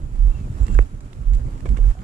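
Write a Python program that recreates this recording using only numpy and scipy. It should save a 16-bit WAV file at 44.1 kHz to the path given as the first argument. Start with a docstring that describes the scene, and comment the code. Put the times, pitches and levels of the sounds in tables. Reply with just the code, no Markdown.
"""Plastic hull dragged over asphalt

A kayak is dragged close to two ports. With every step its hull shudders very low: swept sines with an octave partial.
All along it rumbles and grinds, rising and falling with the drag: patchy coloured noise, sparse grit in the grinding.
Stones tick, bumps ring and one knock sounds as damped modes; scuffs are grainy noise through hull resonances.
Far off, two whistles and a trill are frequency-modulated sines, and wind in bare trees is steady filtered noise."""
import sys
import numpy as np
from scipy import signal
from scipy.fft import rfft, irfft, next_fast_len
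from scipy.io import wavfile
from scipy.ndimage import uniform_filter1d, map_coordinates

SR = 44100
rng = np.random.default_rng(int(sys.argv[2]) if len(sys.argv) > 2 else 0)


def wrap_up_sound(samples):
    """Save the sound to the file named by the first command line argument, as 16-bit audio."""
    columns = np.atleast_2d(samples).T
    # keep every value between -1 and 1, then stretch to whole-number steps
    tamed = np.clip(columns, -1, 1)
    steps = np.round(tamed * 32767).astype(np.int16)
    wavfile.write(sys.argv[1], SR, steps)


def natural_amplitude(level_db):
    """Convert a level in decibels to a linear amplitude factor, elementwise."""
    exponent = np.asarray(level_db, float) / 20
    return 10 ** exponent


N = 89655  # length in samples
LEFT_LAG_S = 0.0003465  # extra travel time to the left port

# Left-right correlation of the grinding and of the wind: f/Hz, likeness [0 to 1]
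HIGH_ALIKE = [(300, 1), (700, 0.88), (2000, 0.22), (4000, 0.031), (8000, 0.041)]


def unit(x):
    """Normalisation: scale a signal to rms 1."""
    return x / np.sqrt(np.mean(x ** 2) + 1e-20)


def along(points, hz):
    """Interpolation of (f/Hz, value) points on a logarithmic frequency axis."""
    f, v = np.transpose(points)
    return np.interp(np.log(hz + 1), np.log(f + 1), v)


def wobble(rate):
    """Band-limited fluctuation: a spline through random knots, rate of them a second."""
    knots = rng.standard_normal(int(N * rate / SR) + 4)
    return map_coordinates(knots, [np.arange(N) * rate / SR])


def filtered(x, response):
    """Linear filtering: the spectrum times a complex response of frequency."""
    m = next_fast_len(x.shape[-1] + 8192)
    hz = np.fft.rfftfreq(m, 1 / SR)
    return irfft(rfft(x, m) * response(hz), m)[..., :x.shape[-1]]


def hiss(colour, count):
    """Coloured noise of rms 1: white noise shaped by a magnitude response."""
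    return unit(filtered(rng.standard_normal(count), lambda hz: natural_amplitude(along(colour, hz))))


def spread(pair, spectrum, alike):
    """Interchannel coherence: mid and side noises give a coloured pair of rms 1; the left port is farther."""
    # Left over right by frequency: f/Hz, level difference/dB
    port_lean = [(30, -6.5), (110, -1), (200, -0.5), (700, -3.5), (2300, -2), (4200, 0.5), (7800, -4.5),
                 (14000, 0)]

    def mid_side(hz):
        angle = np.arccos(np.clip(along(alike, hz), -1, 1)) / 2
        return natural_amplitude(along(spectrum, hz)) * np.array([np.cos(angle), np.sin(angle)])

    def ports(hz):
        left = natural_amplitude(along(port_lean, hz)) * np.exp(-2j * np.pi * hz * LEFT_LAG_S)
        return np.array([left, np.ones(len(hz))])

    mid, side = filtered(pair, mid_side)
    return unit(filtered(np.array([mid + side, mid - side]), ports))


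def patchy(patchy_db):
    """Non-stationary noise: two noises share time-frequency patches of random gain."""
    z = signal.stft(rng.standard_normal((2, N)), nperseg=512)[2]
    field = rng.standard_normal(z.shape[1:])
    field = uniform_filter1d(field, size=6, axis=0)
    field = uniform_filter1d(field, size=6, axis=1)
    noise = signal.istft(z * natural_amplitude(patchy_db * unit(field)), nperseg=512)[1]
    return unit(noise[:, :N])


def ring(modes, t, scatter_db, rise_s):
    """Modal decay: damped sines, each a little different in level and pitch at every blow."""
    total = 0
    for hz, db, t60 in modes:
        level = db + scatter_db * rng.normal() - 60 * t / t60
        pitch = hz * (1 + 0.0073 * scatter_db * rng.normal())
        total = total + natural_amplitude(level) * np.sin(2 * np.pi * pitch * t)
    return (1 - np.exp(-t / rise_s)) * total


def add(out, s, sound, left_db, lag_s=LEFT_LAG_S):
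    """Interchannel level and time difference: place a sound at s, the left delayed by lag_s."""
    for ch, (lag, db) in enumerate([(lag_s, left_db / 2), (0, -left_db / 2)]):
        part = out[ch, round((s + lag) * SR):][:len(sound)]
        part += natural_amplitude(db) * sound[:len(part)]


def air():
    """Turbulence noise: a steady far hiss of wind in bare trees."""
    # Wind spectrum: f/Hz, relative level/dB per Hz
    air_colour = [(710, -31), (1200, -8), (1280, 5.5), (1610, -4.5), (2030, -10.5), (5440, -23),
                  (6500, -20.5), (7050, -11.5), (7800, -14), (8300, -22), (9900, -10.5), (14800, -43)]
    level = -63.5 + 0.61 * wobble(7.9)
    return natural_amplitude(level) * spread(patchy(patchy_db=1.0), air_colour, HIGH_ALIKE)


def whistles():
    """Frequency modulation: two thin whistled calls: one arches and falls, one rises, dips and climbs again."""
    # Two calls, each a path of t/s, f/Hz, level/dB, before wavering
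    whistle_calls = [
        [(.305, 2690, -70), (.318, 2710, -60), (.33, 2740, -72), (.342, 2730, -70), (.352, 2710, -60),
         (.38, 2670, -66), (.42, 2645, -66), (.45, 2480, -64), (.468, 2290, -70)],
        [(.645, 2620, -70), (.67, 2740, -58), (.7, 2740, -59), (.73, 2715, -63), (.76, 2700, -62),
         (.78, 2630, -61), (.8, 2690, -63), (.82, 2720, -62), (.835, 2760, -72)],
    ]
    waver_hz, waver_db = 18, 3.2
    t, out = np.arange(N) / SR, np.zeros(N)
    for call in whistle_calls:
        s, hz, db = np.transpose(call)
        pitch = np.interp(t, s, hz) + waver_hz * wobble(60)
        level = np.interp(t, s, db, left=-120, right=-120) + waver_db * wobble(80)
        out += np.sqrt(2) * natural_amplitude(level) * np.sin(2 * np.pi * np.cumsum(pitch) / SR)
    return out


def trill():
    """Amplitude modulation by noise: a wavering sine made rough and breathy, louder at the right."""
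    # Pitch path: t/s, f/Hz before wavering, level/dB before roughness and stereo lean
    trill_path = [(0.6, 7000, -68), (0.631, 7600, -53.5), (.655, 7400, -58), (.675, 7800, -60),
                  (0.7, 7800, -55), (.715, 7280, -62), (.74, 7320, -51), (0.775, 7500, -66)]
    waver_hz, rough_hz = 99, 380
    t = np.arange(N) / SR
    s, hz, db = np.transpose(trill_path)
    pitch = np.interp(t, s, hz) + waver_hz * wobble(120)
    level = np.interp(t, s, db, left=-120, right=-120)
    tone = wobble(rough_hz * 2) * np.sin(2 * np.pi * np.cumsum(pitch) / SR)
    return natural_amplitude([[-3], [3]]) * natural_amplitude(level) * tone


def ticks():
    """Impact excitation: a stone under the hull rings three short modes with a snap of treble noise."""
    # Stones: t/s, level/dB before trim, f/Hz, treble over middle/dB, left over right/dB
    stones = [(0.667, -41.5, 2000, -6.5, -14.5), (0.682, -37, 2010, -17, -17), (0.728, -46.5, 1340, -8, -5),
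              (0.744, -41.5, 2760, -0.5, -2), (0.8254, -45, 1290, -12, 3), (0.9063, -54, 1470, -29, -13),
              (1.0067, -44.5, 1690, -6.5, -7.5), (1.1309, -38.5, 1920, -18, -8),
              (1.1324, -37.5, 3600, -21, -11), (1.3355, -40, 2040, -9, -11),
              (1.3485, -44.5, 3640, -1.5, -11), (1.5788, -49, 2180, -24, -18),
              (1.6063, -41, 1800, -11.5, -12.5), (1.6902, -36.5, 2120, -14.5, -14),
              (1.9104, -42.5, 1250, -21, -12), (1.9905, -45, 2090, -30, -14), (2.02, -43, 1570, -22, 3)]
    # Snap spectrum: f/Hz, relative level/dB
    snap_colour = [(2500, -36), (4000, -2.5), (6000, -6), (7500, 3.5), (10000, -13), (14000, -26.5)]
    trim_db, cycles, snap_s = 1.0, 11, 0.025  # cycles and s to fall by 60 dB
    out, t = np.zeros((2, N)), np.arange(SR // 10) / SR
    for s, db, hz, treble_db, left_db in stones:
        t60 = cycles / hz
        modes = [(hz, 0, t60), (0.64 * hz, -6, t60), (1.36 * hz, -6, t60)]
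        skin = ring(modes, t, scatter_db=0.8, rise_s=0.0001)
        snap = natural_amplitude(treble_db - 60 * t / snap_s) * hiss(snap_colour, len(t))
        add(out, s, natural_amplitude(db + trim_db) * (skin + snap), left_db, lag_s=0.00007)
    return out


def bumps():
    """Modal decay: the hull's low bumps and rings, and a few small bright scrape grains."""
    # Bumps and grains: t/s, level/dB before trim, f/Hz, t60/s, left over right/dB
    hull_bumps = [(.147, -37, 200, .06, -2), (.296, -39, 450, .02, -5), (.479, -41, 600, .025, -3),
                  (.69, -31, 205, .2, -3), (.749, -41, 1600, .035, -3), (1.484, -40, 550, .03, -3),
                  (1.657, -33, 420, .04, -4), (1.656, -37, 1200, .025, -8), (1.6575, -43, 2250, .02, -8),
                  (1.666, -44, 2300, .02, -8), (1.673, -39, 480, .05, -4), (1.703, -32, 220, .2, -3),
                  (1.7885, -31.5, 440, .025, -2), (1.7665, -43, 1550, .02, -8),
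                  (1.767, -46, 2750, .015, -8), (1.778, -46, 2150, .02, -8), (1.841, -38, 300, .04, -2),
                  (1.84, -45, 1600, .018, -4), (1.952, -38, 700, .018, -4), (1.97, -50, 750, .14, -2)]
    trim_db = 3.5
    out, t = np.zeros((2, N)), np.arange(SR // 10) / SR
    for s, db, hz, t60, left_db in hull_bumps:
        modes = [(hz, 0, t60), (1.4 * hz, -8, 0.4 * t60)]
        sound = ring(modes, t, scatter_db=1, rise_s=0.0005)
        add(out, s, natural_amplitude(db + trim_db) * sound, left_db, lag_s=0)
    return out


def scuffs():
    """Source and filter: grainy friction noise excites the resonances of the hull."""
    # Scuffs: t/s, length/s, level/dB at the start, brightening/dB per octave up to 3 kHz
    rubs = [(1.335, 0.034, -57.5, 4), (1.6553, 0.02, -40, -1.5), (1.7684, 0.016, -46, 4),
            (1.84, 0.0099, -45, -11)]
    # Broad friction spectrum: f/Hz, relative level/dB per Hz
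    scuff_colour = [(150, -40), (300, -1), (500, 0.5), (1100, 0), (1700, -4.5), (2400, -12), (3300, -12.5),
                    (5000, -16.5), (7500, -13.5), (12000, -31), (16000, -71)]
    # Hull resonances: f/Hz, bandwidth/Hz, level over the broad colour/dB
    hull_rings = [(483, 160, 5.5), (1060, 160, 4), (1650, 220, 2.5), (2230, 130, 8), (2850, 160, 5)]
    coarse_db, grain_s, fade_db = 3.5, 0.001, -6  # fade over the length
    out, t = np.zeros((2, N)), np.arange(SR // 10) / SR

    def hull(f):
        return 1 + sum(natural_amplitude(db) * 1j * f * w / (c * c - f * f + 1j * f * w) for c, w, db in hull_rings)

    for s, length, db, tilt_db in rubs:
        colour = [(hz, level + tilt_db * np.log2(min(hz, 3000) / 1000)) for hz, level in scuff_colour]
        roughness = np.interp(t / grain_s, np.arange(200), rng.standard_normal(200))
        grains = unit(natural_amplitude(coarse_db * roughness))
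        sound = unit(filtered(grains * hiss(colour, len(t)), hull))
        attack = np.clip(t / 0.001, 0, 1)
        release_db = -60 * np.clip(t - length, 0, 1) / 0.022
        add(out, s, sound * attack * natural_amplitude(db + fade_db * t / length + release_db), left_db=-13)
    return out


def knock():
    """Impulse response: one short swing with a treble snap, then the hull's damped modes."""
    # Hull after the blow: f/Hz, level/dB relative to the blow, t60/s
    body_modes = [(341, -5, 0.021), (441, -3.5, 0.019), (532, -9.5, 0.015), (1010, -18.5, 0.016),
                  (2220, -34, 0.022)]
    # Snap spectrum: f/Hz, relative level/dB
    blow_colour = [(2500, -17), (3300, 0.5), (5200, -6), (7500, -8), (10000, -15), (14000, -30)]
    start_s, level_db, left_db = 0.7888, -13, -13
    crack_hz, crack_s, snap_db = 1480, 0.00026, -27.5
    body_after_s, body_left_db = 0.0017, -2.5
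    out, t = np.zeros((2, N)), np.arange(SR // 10) / SR
    late = t - 3.4 * crack_s  # time from the peak of the swing
    crack = -np.exp(-(late / crack_s) ** 2 / 2) * np.cos(2 * np.pi * crack_hz * late)
    snap = natural_amplitude(snap_db - 60 * abs(late) / 0.0043) * hiss(blow_colour, len(t))
    add(out, start_s, natural_amplitude(level_db) * (crack + snap), left_db)
    body = ring(body_modes, t, scatter_db=2.5, rise_s=0.00054)
    add(out, start_s + body_after_s, natural_amplitude(level_db) * body, body_left_db)
    return out


def drag():
    """Friction-driven noise: the hull rumbles with its weight; asphalt grinds it with noise and sparse grit."""
    # Course of the drag: t/s, weight on the ground/dB, grinding/dB, both before offsets
    drag_course = [(0.0, -30.5, -57), (0.07, -34.5, -57), (0.21, -40, -53.5), (0.28, -32, -51),
                   (0.3, -50, -52), (0.35, -33, -52), (0.52, -32, -52), (0.57, -31, -50.5),
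                   (0.671, -36.5, -50), (0.692, -21.5, -48.5), (0.82, -40, -49), (0.84, -37.5, -53),
                   (1.01, -35, -57), (1.06, -39.5, -55), (1.08, -42, -57.5), (1.15, -38, -56),
                   (1.24, -37.5, -57), (1.29, -40, -55), (1.39, -32, -52.5), (1.45, -28, -53.5),
                   (1.51, -31.5, -54), (1.64, -31, -51.5), (1.71, -28.5, -49), (1.77, -32, -50),
                   (1.838, -35, -48), (1.93, -44, -54), (1.99, -33, -54), (2.03, -32, -51)]
    # Rumble and grinding spectra: f/Hz, relative level/dB per Hz
    rumble_colour = [(11, -45), (18, 3.5), (37, 11), (60, 1.5), (92, 2), (114, 2), (151, -5.5), (461, -26),
                     (600, -26.5), (780, -37.5), (1320, -120)]
    grind_colour = [(150, -23), (250, -6), (424, -15), (733, -20.5), (869, -16), (1010, -20), (1100, -18.5),
                    (2110, -29), (2460, -30), (4250, -37), (6500, -35), (7050, -30.5), (7800, -33),
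                    (8400, -35.5), (12700, -47.5), (14800, -60)]
    # Left-right correlation of the rumble: f/Hz, likeness [0 to 1]
    low_alike = [(30, 0.88), (300, 0.98), (600, 0.48)]
    rumble_db, grind_db = 4, 5  # offsets over the course
    grit_db, grit_per_s, grit_spread_db = -1.5, 900, 1.8  # grit level is over the grinding noise
    t = np.arange(N) / SR
    s, weight, grinding = np.transpose(drag_course)
    rumble_level = np.interp(t, s, weight) + rumble_db + 0.94 * wobble(18)
    rumble = spread(patchy(patchy_db=3.0), rumble_colour, low_alike) * natural_amplitude(rumble_level)
    strikes = rng.random((2, N)) < grit_per_s / SR
    force = natural_amplitude(grit_spread_db * rng.exponential(size=(2, N)))
    grit = strikes * force * np.sign(rng.normal(size=(2, N)))
    rough = patchy(patchy_db=2.35) + natural_amplitude(grit_db) * unit(grit)
    grind_level = np.interp(t, s, grinding) + grind_db + 1.36 * wobble(17.92)
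    return rumble + spread(rough, grind_colour, HIGH_ALIKE) * natural_amplitude(grind_level)


def shudder():
    """Low-frequency oscillation: a few slow swings of the hull swell, hurry for a moment, sag and stop."""
    # Tugs of the steps: t/s, length/s, level/dB before stereo lean, base f/Hz, quickest moment t/s
    tugs = [(0.035, 0.043, -29, 47.5, .05), (0.116, 0.064, -24.5, 27.9, .13),
            (0.174, 0.16, -13, 34.04, .262), (0.336, 0.04, -25, 34.4, .355), (0.474, 0.12, -46, 28.9, .5),
            (0.545, 0.032, -28, 46.4, .56), (0.599, 0.059, -14, 39.2, .612),
            (0.698, 0.038, -17.5, 28.8, .7), (0.731, 0.11, -11, 35, .797), (1.195, 0.041, -29, 43.5, 1.21),
            (1.25, 0.1507, -14.5, 35.25, 1.34), (1.413, 0.032, -27.5, 35.3, 1.43),
            (1.628, 0.087, -31.5, 34.2, 1.66), (1.682, 0.057, -15.5, 39.05, 1.692),
            (1.781, 0.15, -12.5, 35.34, 1.88), (1.966, 0.051, -33.5, 39.8, 1.98)]
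    rise, fall = 0.26, 0.3  # shares of the length
    quicker, quick_s, sag = 0.439, 0.015, 0.17  # share of pitch gained, its width, share lost by the end
    overtone_db, left_db, left_lag_rad = -18, -8.5, 0.47
    out, t = np.zeros((2, N)), np.arange(N) / SR
    for s, length, db, hz, quick in tugs:
        u = np.clip((t - s) / length, 0, 1)
        swell = np.sin(np.pi / 2 * np.clip(np.minimum(u / rise, (1 - u) / fall), 0, 1))
        hurry = np.exp(-((t - quick) / quick_s) ** 2 / 2)
        pitch = hz * (1 + quicker * hurry - sag * u ** 4)
        phase = 2 * np.pi * np.cumsum(pitch * (t >= s)) / SR - np.array([[left_lag_rad], [0]])
        swing = np.sin(phase) + natural_amplitude(overtone_db) * np.sin(2 * phase)
        out += natural_amplitude(db) * np.sqrt(2) * swell * swing
    return out * natural_amplitude([[left_db / 2], [-left_db / 2]])


def scene():
    """Superposition: the pressures of all sources add at the two ports."""
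    far = air() + whistles() + trill()
    contacts = ticks() + bumps() + scuffs() + knock()
    return far + contacts + drag() + shudder()


def band_limit(x):
    """A steep low-pass at the top of the band."""
    return signal.sosfilt(signal.butter(12, 14910, fs=SR, output="sos"), x)


def record(dry):
    """Signal chain: the finished stereo mix goes through its last stage."""
    return band_limit(dry)


dry = scene()
out = record(dry)
wrap_up_sound(out)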